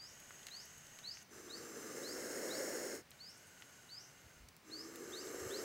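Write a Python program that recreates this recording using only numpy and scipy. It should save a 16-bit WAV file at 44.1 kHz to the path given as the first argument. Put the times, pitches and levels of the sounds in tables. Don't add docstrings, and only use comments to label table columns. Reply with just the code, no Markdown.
import sys
import numpy as np
from scipy import signal
from scipy.fft import rfft, irfft, next_fast_len
from scipy.io import wavfile
from scipy.ndimage import map_coordinates

SR = 44100
rng = np.random.default_rng(int(sys.argv[2]) if len(sys.argv) > 2 else 0)


def transcribe(signal):
    frames = np.atleast_2d(signal).T
    limited = np.clip(frames, -1, 1)
    pcm = np.round(limited * 32767).astype(np.int16)
    wavfile.write(sys.argv[1], SR, pcm)


N = 248724

# frequency_hz, density_db
AIR_SPECTRUM = [(20, -28), (45, -12.5), (80, -4), (135, -0.5), (200, -5), (300, -8.5), (700, -12),
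                (1500, -12.5), (2200, -11.5), (3300, -18.5), (5000, -17), (8000, -23.5), (13000, -28.5),
                (16000, -21.5)]
# frequency_hz, density_db
SELF_NOISE_SPECTRUM = [(18, -49), (30, -18), (124, -4.5), (721, -8), (1160, -7), (1430, -19), (3310, -11),
                       (8080, -43), (14400, -13.5), (16000, -12)]
# centre_s, half_length_s, pitch_hz, level_db
HAND_BUMPS = [(4.19, .015, 90, -75), (4.26, .018, 70, -68), (4.42, 0.044, 56, -63.5),
              (4.512, 0.024, 88, -67), (5.454, 0.032, 94.5, -54.5)]
# start_s, level_db, pitch_hz, width_octaves
LEAF_TICKS = [(.2015, -49, 9000, 1.4), (.307, -43.5, 1600, 0.35), (.4682, -38.5, 3540, 1.1),
              (.4855, -43, 2300, .63), (.9885, -44, 2180, 1.4), (1.172, -47, 2300, 0.54),
              (1.228, -56, 9500, .4), (3.1067, -48, 11000, 0.84), (3.116, -49, 2820, 0.74),
              (3.622, -43.5, 1900, 1.0), (4.4866, -48, 4700, 0.82), (4.5655, -51.5, 8050, 1.6),
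              (4.958, -42, 8000, 2.2), (5.272, -49, 4066, .19)]
PIP_STARTS = [3.293, 3.372, 3.47]
# start_s, length_s, lift_hz, level_db
BIRD_WHISTLES = [(-.05, 0.15, 437, -49.5), (0.497, 0.14, 52, -48.5), (1.028, 0.13, 50, -46),
                 (1.481, 0.13, -200, -49), (2.022, 0.14, 0, -48), (2.484, 0.12, -280, -48),
                 (3.185, 0.14, 377, -50), (3.887, .134, 432, -48.5), (4.701, 0.15, 260.5, -47.5),
                 (5.117, .125, -280, -47.5), (5.496, 0.12, -490, -46.5)]
# length_share, pitch_hz, lift_share
WHISTLE_CONTOUR = [(0, 3300, .7), (.07, 3650, .95), (.17, 3990, 1), (.5, 4600, .52), (.73, 5050, .2),
                   (.86, 5520, .1), (1, 6250, 0)]
# frequency_hz, gain_db
FOLIAGE_REFLECTION = [(3500, -11), (4600, -10), (5050, -9), (5400, -2), (6200, 3)]
# frequency_hz, t60_s
WOODLAND_DECAY = [(500, .3), (4000, .36), (10000, .3)]
# time_s, lag_ms
GROUND_LAG = [(0, .84), (1.2, .87), (1.7, .87), (2.2, .835), (2.6, .82), (3.0, .82), (3.6, .85),
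              (5.64, .85)]
# start_s, fullest_s, end_s, attack_s, release_s, swell_db, sag_db, fullest_db
IN_STROKES = [(-.01, 0.343, 1.243, 0.032, 0.019, 4, 2.5, -59),
              (3.101, 3.55, 4.505, 0.028, 0.1, 4.5, 5.5, -63)]
# frequency_hz, density_db
IN_SPECTRA = [
    [(100, -2), (300, -3), (700, -0.3), (1080, -4.5), (1800, 0.5), (2500, -6.5), (3450, -10), (4700, -8.5),
     (5850, -7), (7200, -12), (9700, -11.5), (13000, -9), (15600, -18)],
    [(100, -12), (300, -3.5), (700, 0.5), (1080, -6), (1800, -1.7), (2500, -12), (3450, -13), (4700, -6.5),
     (5850, -9), (7200, -11), (9700, -13), (13000, -9), (15600, -25)],
]
# centre_hz, width_hz, boost_db
IN_RESONANCES = [
    [(1480, 78, 7.5), (1910, 85, 5.5), (2950, 530, 11), (6390, 530, 14), (6770, 480, 12), (7750, 680, 13.5),
     (8900, 180, 9), (13000, 320, -2)],
    [(1470, 170, 14.5), (2080, 80, 10.5), (2910, 450, 16), (6300, 590, 9.5), (6610, 340, 11),
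     (7560, 710, 12.5), (8800, 440, 8), (11200, 360, 6)],
]
# start_s, fullest_s, end_s, attack_s, release_s, swell_db, sag_db, fullest_db
OUT_STROKES = [(1.286, 2.6, 3.03, 0.044, 0.078, 12.5, 4, -47), (4.622, 5.618, 5.9, .09, .09, 11.5, 4, -50)]
# time_s, force_share
GLOTTIS_FORCE = [(1.8, 0.08), (2.2, 0.94), (3.07, 1), (4.58, 0)]
# frequency_hz, density_db
JET_SPECTRA = [
    [(400, -8.5), (750, -9), (1050, -6), (1700, -1.5), (2550, -6.5), (3400, -15.5), (4300, -8), (5800, -4),
     (7200, -1.5), (8200, -4.5), (9700, -10), (13000, -10.5), (15600, -8)],
    [(400, -6), (750, -3.5), (1050, -5), (1700, 0), (2550, -11), (3400, -11), (4300, -6.5), (5800, -0.3),
     (7200, 2.2), (8200, -5), (9700, -10.5), (13000, -8.5), (15600, -14)],
]
# centre_hz, width_hz, boost_db
JET_RESONANCES = [
    [(1324, 800, 9.5), (2120, 160, 7.5), (5190, 750, 8), (6700, 900, 6.5), (8600, 280, 10.5),
     (10400, 500, 5)],
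    [(1199, 260, 14), (1500, 560, 3), (2224, 320, 9), (2820, 580, 6), (6170, 140, 9), (7580, 280, 5.5),
     (8700, 250, 5), (10700, 480, 5), (12700, 350, 7)],
]
# frequency_hz, density_db
WINDPIPE_SPECTRA = [
    [(60, -37), (150, -23), (240, -8), (360, -2.5), (510, -1), (620, -11), (800, -20.5), (1300, -37)],
    [(60, -54), (170, -23), (270, -7), (385, -1), (500, -4), (660, -17), (900, -30), (1300, -44)],
]

RUSTLE_START_S, RUSTLE_END_S = .33, .9
RUSTLE_PER_S, RUSTLE_DB, RUSTLE_HZ = 10, -52.5, 4800
PIP_GAP_S, PIP_DB, PIP_HZ = 0.0098, -56, 9000
TWIGS_DB, TWIGS_T60_S = -9, .1
SWELL_POWER, SAG_POWER = 1.35, 1.8
IN_PITCH_FACTOR, IN_SINK_PER_S = 1.012, .02
JET_RISE = .03
PIPE_DB, PIPE_GROWTH = 2.36, 1.31
MOAN_DB, MOAN_GROWTH = -51.5, 0.91
MOAN_HZ, MOAN_POWER = 400, .21
BAND_LIMIT_HZ = 15800


def amp(db):
    return 10 ** (np.asarray(db) / 20)


def unit(x):
    return x / np.sqrt(np.mean(x ** 2) + 1e-20)


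def clock():
    return np.arange(N) / SR


def along(points, hz):
    knots_hz, values = np.transpose(points)
    return np.interp(np.log(hz + 1), np.log(knots_hz + 1), values)


def curve(points):
    return np.interp(clock(), *np.transpose(points))


def wobble(knots_per_s):
    knots = rng.standard_normal(int(N * knots_per_s / SR) + 4)
    return map_coordinates(knots, [clock() * knots_per_s])


def filtered(x, response):
    size = next_fast_len(N + SR // 4)
    hz = np.fft.rfftfreq(size, 1 / SR)
    return irfft(rfft(x, size) * response(hz), size)[..., :N]


def rush(spectrum, resonances=()):
    def response(hz):
        boost_db = sum(db / (1 + (2 * (hz - centre) / width) ** 2) for centre, width, db in resonances)
        return amp(along(spectrum, hz) + boost_db)
    return unit(filtered(rng.standard_normal(N), response))


def band(centre_hz, octaves, size):
    distance = np.log2((np.fft.rfftfreq(size, 1 / SR) + 1) / centre_hz) / octaves
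    phase = 2 * np.pi * rng.random(len(distance))
    return unit(irfft(np.exp(1j * phase - distance ** 2 / 2), size))


def glide(x, factor):
    return unit(map_coordinates(x, [np.cumsum(factor)], order=5, mode="wrap"))


def self_noise():
    return amp(-78.5) * rush(SELF_NOISE_SPECTRUM)


def still_air():
    return amp(-64.5) * rush(AIR_SPECTRUM)


def hand_bumps():
    out = np.zeros(N)
    for centre_s, half_length_s, pitch_hz, level_db in HAND_BUMPS:
        envelope = np.exp(-((clock() - centre_s) / half_length_s) ** 2 / 2)
        out += amp(level_db) * envelope * band(pitch_hz, octaves=0.57, size=N)
    return out


def tick(start_s, level_db, pitch_hz, octaves):
    t = np.arange(SR // 16) / SR
    crack = amp(-60 * t / 0.014)
    rattle = 0.14 * amp(-60 * t / 0.085)
    burst = unit((crack + rattle) * band(pitch_hz, octaves, size=len(t)))
    out = np.zeros(N + SR)
    out[round(start_s * SR):][:len(t)] = amp(level_db - 19.5) * burst
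    return out[:N]


def dry_leaves():
    span_s = RUSTLE_END_S - RUSTLE_START_S
    chance = rng.random((round(RUSTLE_PER_S * span_s), 3))
    faint = [(RUSTLE_START_S + span_s * when, RUSTLE_DB + 4 * size, RUSTLE_HZ * 2 ** (2 * pitch - 1), .9)
             for when, size, pitch in chance]
    return sum(tick(*row) for row in LEAF_TICKS + faint)


def pips():
    return sum(tick(start_s + lag_s, PIP_DB, PIP_HZ, octaves=0.092)
               for start_s in PIP_STARTS for lag_s in (0, PIP_GAP_S))


def bird():
    out = np.zeros(N)
    waver = 1 + .007 * wobble(260)
    beating_db = 2.8 * wobble(130) - 2.2
    length_share, contour_hz, lift_share = np.transpose(WHISTLE_CONTOUR)
    for start_s, length_s, lift_hz, level_db in BIRD_WHISTLES:
        progress = (clock() - start_s) / length_s
        pitch_hz = waver * np.interp(progress, length_share, contour_hz + lift_hz * lift_share)
        swell = np.interp(progress, [0, .12, .19, .55, .8, .9, 1.05], [.15, .45, .9, 1, .5, .32, .1])
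        sounding = (progress > 0) & (progress < 1.05)
        out += amp(level_db) * swell * sounding * np.sin(2 * np.pi * np.cumsum(pitch_hz) / SR)
    return out * amp(beating_db)


def woodland_echo(x):
    reflected = filtered(x, lambda hz: amp(along(FOLIAGE_REFLECTION, hz)))
    hz, t, noise = signal.stft(rng.standard_normal(SR // 2), SR, nperseg=256)
    build_up = np.minimum(t / .025, 1)
    decay = amp(-60 * t / along(WOODLAND_DECAY, hz)[:, None])
    _, tail = signal.istft(noise * build_up * decay, SR, nperseg=256)
    return signal.fftconvolve(reflected, tail / np.linalg.norm(tail))[:N]


def through_twigs(x):
    t = np.arange(SR // 16) / SR
    paths = rng.standard_normal(len(t)) * amp(-60 * t / TWIGS_T60_S)
    return x + amp(TWIGS_DB) * signal.fftconvolve(x, paths / np.linalg.norm(paths))[:N]


def off_ground(x, echo_gain):
    lag_samples = curve(GROUND_LAG) * SR / 1000
    echo = map_coordinates(x, [np.arange(N) - lag_samples])
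    return unit(x - echo_gain * echo)


def stroke(start_s, fullest_s, end_s, attack_s, release_s, swell_db, sag_db):
    t = clock()
    opening = np.clip(np.minimum((t - start_s) / attack_s, (end_s - t) / release_s), 0, 1)
    before = np.clip((fullest_s - t) / (fullest_s - start_s), 0, 1)
    after = np.clip((t - fullest_s) / (end_s - fullest_s), 0, 1)
    effort_db = -swell_db * before ** SWELL_POWER - sag_db * after ** SAG_POWER
    return opening, effort_db


def drawing_in():
    out = np.zeros(N)
    for (start_s, *shape, fullest_db), spectrum, mouth in zip(IN_STROKES, IN_SPECTRA, IN_RESONANCES):
        opening, effort_db = stroke(start_s, *shape)
        drift = IN_PITCH_FACTOR - IN_SINK_PER_S * np.clip(clock() - start_s, 0, 2)
        hiss = off_ground(glide(rush(spectrum, mouth), drift), echo_gain=0.035)
        flutter_db = 0.4 * wobble(25.2)
        out += opening * amp(fullest_db + effort_db + flutter_db) * hiss
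    return out


def moan():
    opening, effort_db = stroke(*OUT_STROKES[-1][:-1])
    waver = 1 + .015 * wobble(12) + .015 * wobble(60)
    pitch_hz = MOAN_HZ * amp(effort_db) ** MOAN_POWER * waver
    level_db = MOAN_DB + MOAN_GROWTH * effort_db + 2.8 * wobble(30)
    return opening * amp(level_db) * np.sin(2 * np.pi * np.cumsum(pitch_hz) / SR)


def blowing_out():
    out = np.zeros(N)
    force = np.clip(curve(GLOTTIS_FORCE), 0, 1)
    forced, gentle = (rush(spectrum, mouth) for spectrum, mouth in zip(JET_SPECTRA, JET_RESONANCES))
    jet = off_ground(np.sqrt(force) * forced + np.sqrt(1 - force) * gentle, echo_gain=.37)
    fizz = filtered(jet, lambda hz: hz ** 8 / (hz ** 8 + 9000. ** 8))
    for (*shape, fullest_db), pipe_spectrum in zip(OUT_STROKES, WINDPIPE_SPECTRA):
        opening, effort_db = stroke(*shape)
        flow = amp(effort_db)
        flutter_db = .6 * wobble(45)
        pipe = glide(rush(pipe_spectrum), .8 + .26 * flow)
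        roar = amp(PIPE_DB + PIPE_GROWTH * effort_db) * pipe
        dulled_jet = jet - 0.17 * (1 - flow) * fizz
        hiss = flow * glide(dulled_jet, 1 + JET_RISE * (flow - .8))
        out += opening * amp(fullest_db + flutter_db) * (hiss + roar)
    return out


def scene():
    song = bird()
    echo = woodland_echo(song)
    snake = drawing_in() + blowing_out() + moan()
    mid = snake + through_twigs(song) + echo + dry_leaves() + pips() + hand_bumps() + still_air()
    side = self_noise()
    return np.array([mid + side, mid - side])


def record(dry):
    return filtered(dry, lambda hz: hz < BAND_LIMIT_HZ)


dry = scene()
out = record(dry)
transcribe(out)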